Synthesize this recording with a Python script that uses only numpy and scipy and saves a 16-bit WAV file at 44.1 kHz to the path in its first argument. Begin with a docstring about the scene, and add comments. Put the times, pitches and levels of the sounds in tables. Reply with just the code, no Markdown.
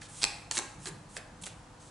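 """Playing cards are shuffled by hand over a wooden table in a small room, about three strokes a second.
Air noise and a low sine hum run throughout. A faint snap opens; then, in each stroke, rubbing cards hiss (grains
and noise), their edges snap free (noise cracks, ringing card modes) and the packet pats the deck (noise knocks).
One wall echo and a short diffuse tail answer them. From the third stroke the table rumbles faintly under the arms
(swells of low noise). A last quiet slide comes after the final stroke."""
import sys
import numpy as np
from scipy import signal
from scipy.fft import rfft, irfft
from scipy.io import wavfile
from scipy.ndimage import uniform_filter1d

SR = 44100
rng = np.random.default_rng(int(sys.argv[2]) if len(sys.argv) > 2 else 0)


def waveform_to_disk(signal):
    """Save audio, clipped to [-1, 1], as 16-bit WAV at the path in sys.argv[1]."""
    frames = np.transpose(np.atleast_2d(signal))
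    scaled = np.clip(frames, -1, 1) * 32767
    samples = np.round(scaled).astype(np.int16)
    wavfile.write(sys.argv[1], SR, samples)


N = 83790
TOP_HZ = 11100
SHORT_SAMPLES, LEAD_SAMPLES = 8192, 256  # buffer of a short sound, silence before its onset


def undb(db):
    """Decibels to gain."""
    return 10 ** (np.asarray(db) / 20)


def unit(x):
    """Scale to rms 1."""
    return x / np.sqrt(np.mean(x ** 2) + 1e-18)


def along(points, hz):
    """Read a table on a log-frequency axis."""
    point_hz, value = np.array(points, float).T
    return np.interp(np.log(hz + 1), np.log(point_hz), value)


def bump(hz, centre_hz, octaves, skirt_db):
    """Gain of a broad resonance over a flat skirt."""
    distance = np.log2((hz + 1) / centre_hz) / octaves
    return np.exp(-.5 * distance ** 2) + undb(skirt_db)


def shape(x, gain):
    """Filter by a gain that is a function of frequency."""
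    return irfft(rfft(x) * gain(np.fft.rfftfreq(len(x), 1 / SR)), len(x))


def noise(gain):
    """Steady coloured noise of rms 1."""
    return unit(shape(rng.standard_normal(N), gain))


def fade(age, decay_s):
    """Sudden start, exponential decay."""
    return (age >= 0) * np.exp(-np.maximum(age, 0) / decay_s)


def short_time():
    """Time axis of a short sound, 0 at its onset."""
    return (np.arange(SHORT_SAMPLES) - LEAD_SAMPLES) / SR


def place(x, age):
    """Put the onset of a short sound at age 0."""
    return np.interp(age * SR + LEAD_SAMPLES, np.arange(SHORT_SAMPLES), x, left=0, right=0)


def burst(gain, decay_s):
    """A dying burst of noise whose spectrum follows the gain evenly; it starts at rms 1."""
    envelope = fade(short_time(), decay_s)
    raw = rng.standard_normal(SHORT_SAMPLES) * envelope
    power = uniform_filter1d(np.abs(rfft(raw)) ** 2, size=120)
    ripple = np.sqrt(power + 1e-9)
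    even = shape(raw, lambda f: gain(f) / ripple)
    return unit(even) * np.sqrt(np.mean(envelope ** 2))


def background(t):
    """Steady room air, partly different on each side, and a low hum of sines."""
    # room air spectrum, relative: pitch_hz, level_db
    air_colour = [(16, -40), (26, -10), (35, 2.5), (55, -1.5), (80, -7), (120, -3), (200, -6.5), (400, -15),
                  (600, -14.5), (850, -11), (1300, -15.5), (2200, -24.5), (4000, -27), (8000, -28.5),
                  (11000, -35.5)]
    # side against mid air: pitch_hz, level_db
    side_colour = [(40, -33), (130, -23.5), (300, -7.5), (1000, -5), (10000, -5)]
    # hum partials: pitch_hz, rms_level_db
    hum_partials = [(100.5, -61), (150.5, -64), (301, -66.5), (500, -68.5)]
    air_db = -54  # rms of the mid
    air_gain = lambda f: undb(along(air_colour, f))
    mid = noise(air_gain)
    side = shape(noise(air_gain), lambda f: undb(along(side_colour, f)))
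    hum = 0
    for hz, db in hum_partials:
        hum = hum + np.sqrt(2) * undb(db) * np.sin(2 * np.pi * (hz * t + rng.random()))
    return undb(air_db) * np.array([mid + side, mid - side]) + hum


def room_tail(t):
    """Diffuse echoes that build up and die away, each band at its own rate."""
    # reverberation time: pitch_hz, t60_s
    band_t60 = [(150, 0.39), (400, 0.7), (900, 0.67), (2300, 0.59), (5000, 0.52), (10000, 0.5)]
    # tail colour: pitch_hz, level_db
    tail_colour = [(100, 11), (400, 4), (800, 7), (1500, 2.5), (2450, 3), (3400, -3), (5300, -3),
                   (8000, -4), (11000, -0.5)]
    build_s = 0.0098
    white, tail = rng.standard_normal(N), 0
    for hz, t60_s in band_t60:
        band = [(f, float(f == hz)) for f, _ in band_t60]
        tail = tail + shape(white, lambda f: along(band, f)) * np.exp(-np.log(1000) * t / t60_s)
    tail = tail * (1 - np.exp(-(t / build_s) ** 2))
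    tail = unit(tail) / np.sqrt(N)  # energy 1
    return shape(tail, lambda f: undb(along(tail_colour, f)))[:SR]


def wall_echo(t):
    """One early echo off a near wall: a very short noise burst of energy 1."""
    delay_s, spread_s = .0088, 0.0009
    echo = place(burst(np.ones_like, spread_s), t - delay_s)
    return unit(echo)[:SR] / np.sqrt(N)


def room(x, t):
    """Convolve with a wall echo, different on each side, and the tail of the room."""
    tail_db, side_db, wall_db = -7, -8, -10  # side is relative to the mid tail
    mid = undb(tail_db) * room_tail(t)
    side = undb(tail_db + side_db) * room_tail(t)
    ears = []
    for tail in (mid + side, mid - side):
        response = tail + undb(wall_db) * wall_echo(t)
        ears.append(signal.fftconvolve(x, response)[:N])
    return np.array(ears)


def table(t):
    """The table top's low resonance, as noise swelling softly under the arms."""
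    # rumbles: centre_s, level_db, half_length_s (Gaussian sigma)
    rumbles = [(0.79, -51, 0.028), (0.895, -52.5, 0.036), (0.97, -48.5, 0.026), (1.095, -55.5, .04),
               (1.318, -51.5, 0.022), (1.418, -51.5, 0.027), (1.545, -59.5, 0.044)]
    body_hz, body_octaves = 159, 0.31
    pressure = sum(undb(db) * np.exp(-.5 * ((t - centre_s) / half_s) ** 2) for centre_s, db, half_s in rumbles)
    return pressure * noise(lambda f: bump(f, body_hz, body_octaves, skirt_db=-74))


def pats(t):
    """The packet lands flat on the deck with a dull knock, pitched by how it is held."""
    # pats: start_s, level_db, decay_s, body_hz
    landings = [(0.2416, -31, 0.0055, 1010), (0.5132, -31, 0.0037, 1610), (0.57, -32, .004, 1900),
                (0.5797, -28, 0.0038, 2450), (0.5917, -30, 0.0046, 940), (0.8590, -37.5, 0.004, 1720),
                (0.8690, -38.5, .018, 372), (1.1681, -30.5, 0.0024, 1790), (1.1790, -42.5, 0.016, 634),
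                (1.4664, -37.5, 0.00099, 1140), (1.4709, -34.5, 0.0023, 800)]
    # knock colour: pitch_hz, level_db
    knock_colour = [(80, -15), (180, -6), (330, 3.5), (600, -2), (1000, -4.5), (1700, 0.5), (2800, -5.5),
                    (6000, -13)]
    body_octaves, skirt_db = 0.17, -3
    out = np.zeros(N)
    for start_s, db, decay_s, body_hz in landings:
        gain = lambda f: undb(along(knock_colour, f)) * bump(f, body_hz, body_octaves, skirt_db)
        out += place(undb(db) * burst(gain, decay_s), t - start_s)
    return out


def paper(hz):
    """Gain of the broad colour of card stock."""
    # card stock colour: pitch_hz, level_db
    stock_colour = [(100, -20), (400, -11.5), (900, 2), (2000, -1), (3200, 2.5), (5000, -3), (8000, 1),
                    (9500, 1), (11000, -6.5)]
    return undb(along(stock_colour, hz)) * (hz < TOP_HZ)


def slides(t):
    """Card faces rub: dense tiny catches over a hiss, its level sloping up or down until the card is free."""
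    # slides: start_s, end_s, level_db (halfway), swell_db (start to end), bright_hz (resonance centre)
    rubs = [(0.010, 0.071, -52.5, -7, 5260), (0.074, 0.233, -49, 13, 8900),
            (0.215, 0.228, -35.5, 9.5, 4300), (0.509, 0.565, -40, 2, 7500),
            (0.550, 0.588, -36.5, 0.5, 7740), (0.787, 0.853, -54.5, 15, 8500), (0.855, 0.889, -41, 1, 7530),
            (1.085, 1.17, -56, 13, 9100), (1.164, 1.175, -42.5, -2, 7100), (1.413, 1.426, -48.5, 10, 9700),
            (1.435, 1.442, -39, -3, 9800), (1.444, 1.459, -53, 5, 8000), (1.455, 1.480, -44, -6, 7650),
            (1.481, 1.533, -57.5, -7, 4430), (1.794, 1.893, -58.5, -0.5, 6600)]
    catches_per_s, catch_spread_db, hiss_db = 3000, 2, -1.5  # hiss against catches
    octaves, skirt_db = 0.6, -7
    attack_share, release_s = 0.084, 0.0033  # attack as a share of the slide
    out, age = np.zeros(N), short_time()
    for start_s, end_s, db, swell_db, bright_hz in rubs:
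        length_s = end_s - start_s
        signs = rng.choice([-1, 1], SHORT_SAMPLES)
        sizes = signs * undb(catch_spread_db * np.minimum(rng.exponential(size=SHORT_SAMPLES), 4))
        catches = (rng.random(SHORT_SAMPLES) < catches_per_s / SR) * sizes
        raw = unit(catches) + undb(hiss_db) * rng.standard_normal(SHORT_SAMPLES)
        rub = shape(raw, lambda f: bump(f, bright_hz, octaves, skirt_db) * paper(f))
        progress = np.clip(age / length_s, 0, 1)
        attack = np.clip(progress / attack_share, 0, 1)
        contact = attack * np.exp(-np.maximum(age - length_s, 0) / release_s)
        swell = undb(db + swell_db * (progress - 0.5))
        out += place(unit(rub) * contact * swell, t - start_s)
    return out


def snaps(t):
    """Each edge lets go with a crack and rings the card for a few milliseconds."""
    # snaps: start_s, level_db (of the sum, before halving), bright_hz (resonance centre), width_octaves,
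    # ring_db (against the crack), crack_decay_s
    releases = [(0.0177, -38, 1770, .3, 8, 0.0066), (0.2323, -3.5, 4120, 0.19, -2.5, 0.00042),
                (0.2399, -12.5, 5560, .7, -11, 0.0015), (0.2402, -8.5, 4940, 1, 2, 0.0013),
                (0.5123, -11, 6900, 0.19, -19, 0.00063), (0.5127, -17, 4550, 0.066, -14, .0012),
                (0.571, -19.5, 3870, .7, -13, 0.0012), (0.5755, -20, 6130, 0.49, 2, 0.0008),
                (0.5790, -8, 6100, 0.26, -7.5, 0.00028), (0.5886, -20.5, 6900, 0.31, 7, 0.00051),
                (0.589, -18.5, 7300, 0.5, 4.5, 0.0002), (0.8572, -23.5, 5550, 0.63, -6, 0.00052),
                (0.8710, -23.5, 4300, .15, -3, 0.00066), (0.8723, -25, 8100, 0.19, 5.5, 0.0007),
                (1.1672, -24.5, 3460, 0.53, -0.5, 0.00056), (1.1742, -28.5, 7700, 1.1, -13, 0.00089),
                (1.4380, -30.5, 3270, 0.28, -18, 0.0018), (1.4659, -26, 6060, 1.1, -7, .0008)]
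    # modes of a bent card, scattered at each snap: pitch_hz, level_db, t60_s
    card_modes = [(868, -15.5, 0.019), (1128, -18, 0.017), (1602, -12, 0.02), (2546, -6.5, 0.012),
                  (3940, -1.5, 0.0085), (4550, -5.5, 0.0074), (5340, -7.5, 0.012), (6320, -14, 0.013),
                  (7790, -7, 0.011), (9350, -11, .008)]
    skirt_db, mode_scatter = -16.5, .015  # scatter: standard deviation, share of the pitch
    out, age = np.zeros(N), short_time()
    hz, mode_db, t60_s = np.array(card_modes).T[:, :, None]
    modes = undb(mode_db) * fade(age, t60_s / np.log(1000))
    for start_s, db, bright_hz, octaves, ring_db, decay_s in releases:
        tone = lambda f: bump(f, bright_hz, octaves, skirt_db)
        crack = burst(lambda f: tone(f) * paper(f), decay_s)
        bent_hz = hz * (1 + mode_scatter * rng.standard_normal(hz.shape))
        strength = np.sqrt(tone(hz)) * rng.choice([-1, 1], hz.shape)
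        ring = np.sum(modes * strength * np.sin(2 * np.pi * bent_hz * age), axis=0)
        out += place(undb(db) * (crack + undb(ring_db) * ring) / 2, t - start_s)
    return out


def scene():
    """Cards near the centre, in the room, over table and background."""
    left_over_right_db = -1.4
    pat_room_db, slide_room_db = -3, -2  # the hands shield these from the room more than the snaps
    t = np.arange(N) / SR
    snap, pat, slide = snaps(t), pats(t), slides(t)
    pan = undb(np.array([[left_over_right_db], [-left_over_right_db]]) / 2)
    direct = (snap + pat + slide) * pan
    to_room = snap + undb(pat_room_db) * pat + undb(slide_room_db) * slide
    return direct + room(to_room, t) + table(t) + background(t)


def record(dry):
    """The recorder cuts the top steeply."""
    low_pass = signal.ellip(10, .2, 80, TOP_HZ, fs=SR, output="sos")  # order, ripple dB, stopband dB
    return signal.sosfilt(low_pass, dry)


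dry = scene()
out = record(dry)
waveform_to_disk(out)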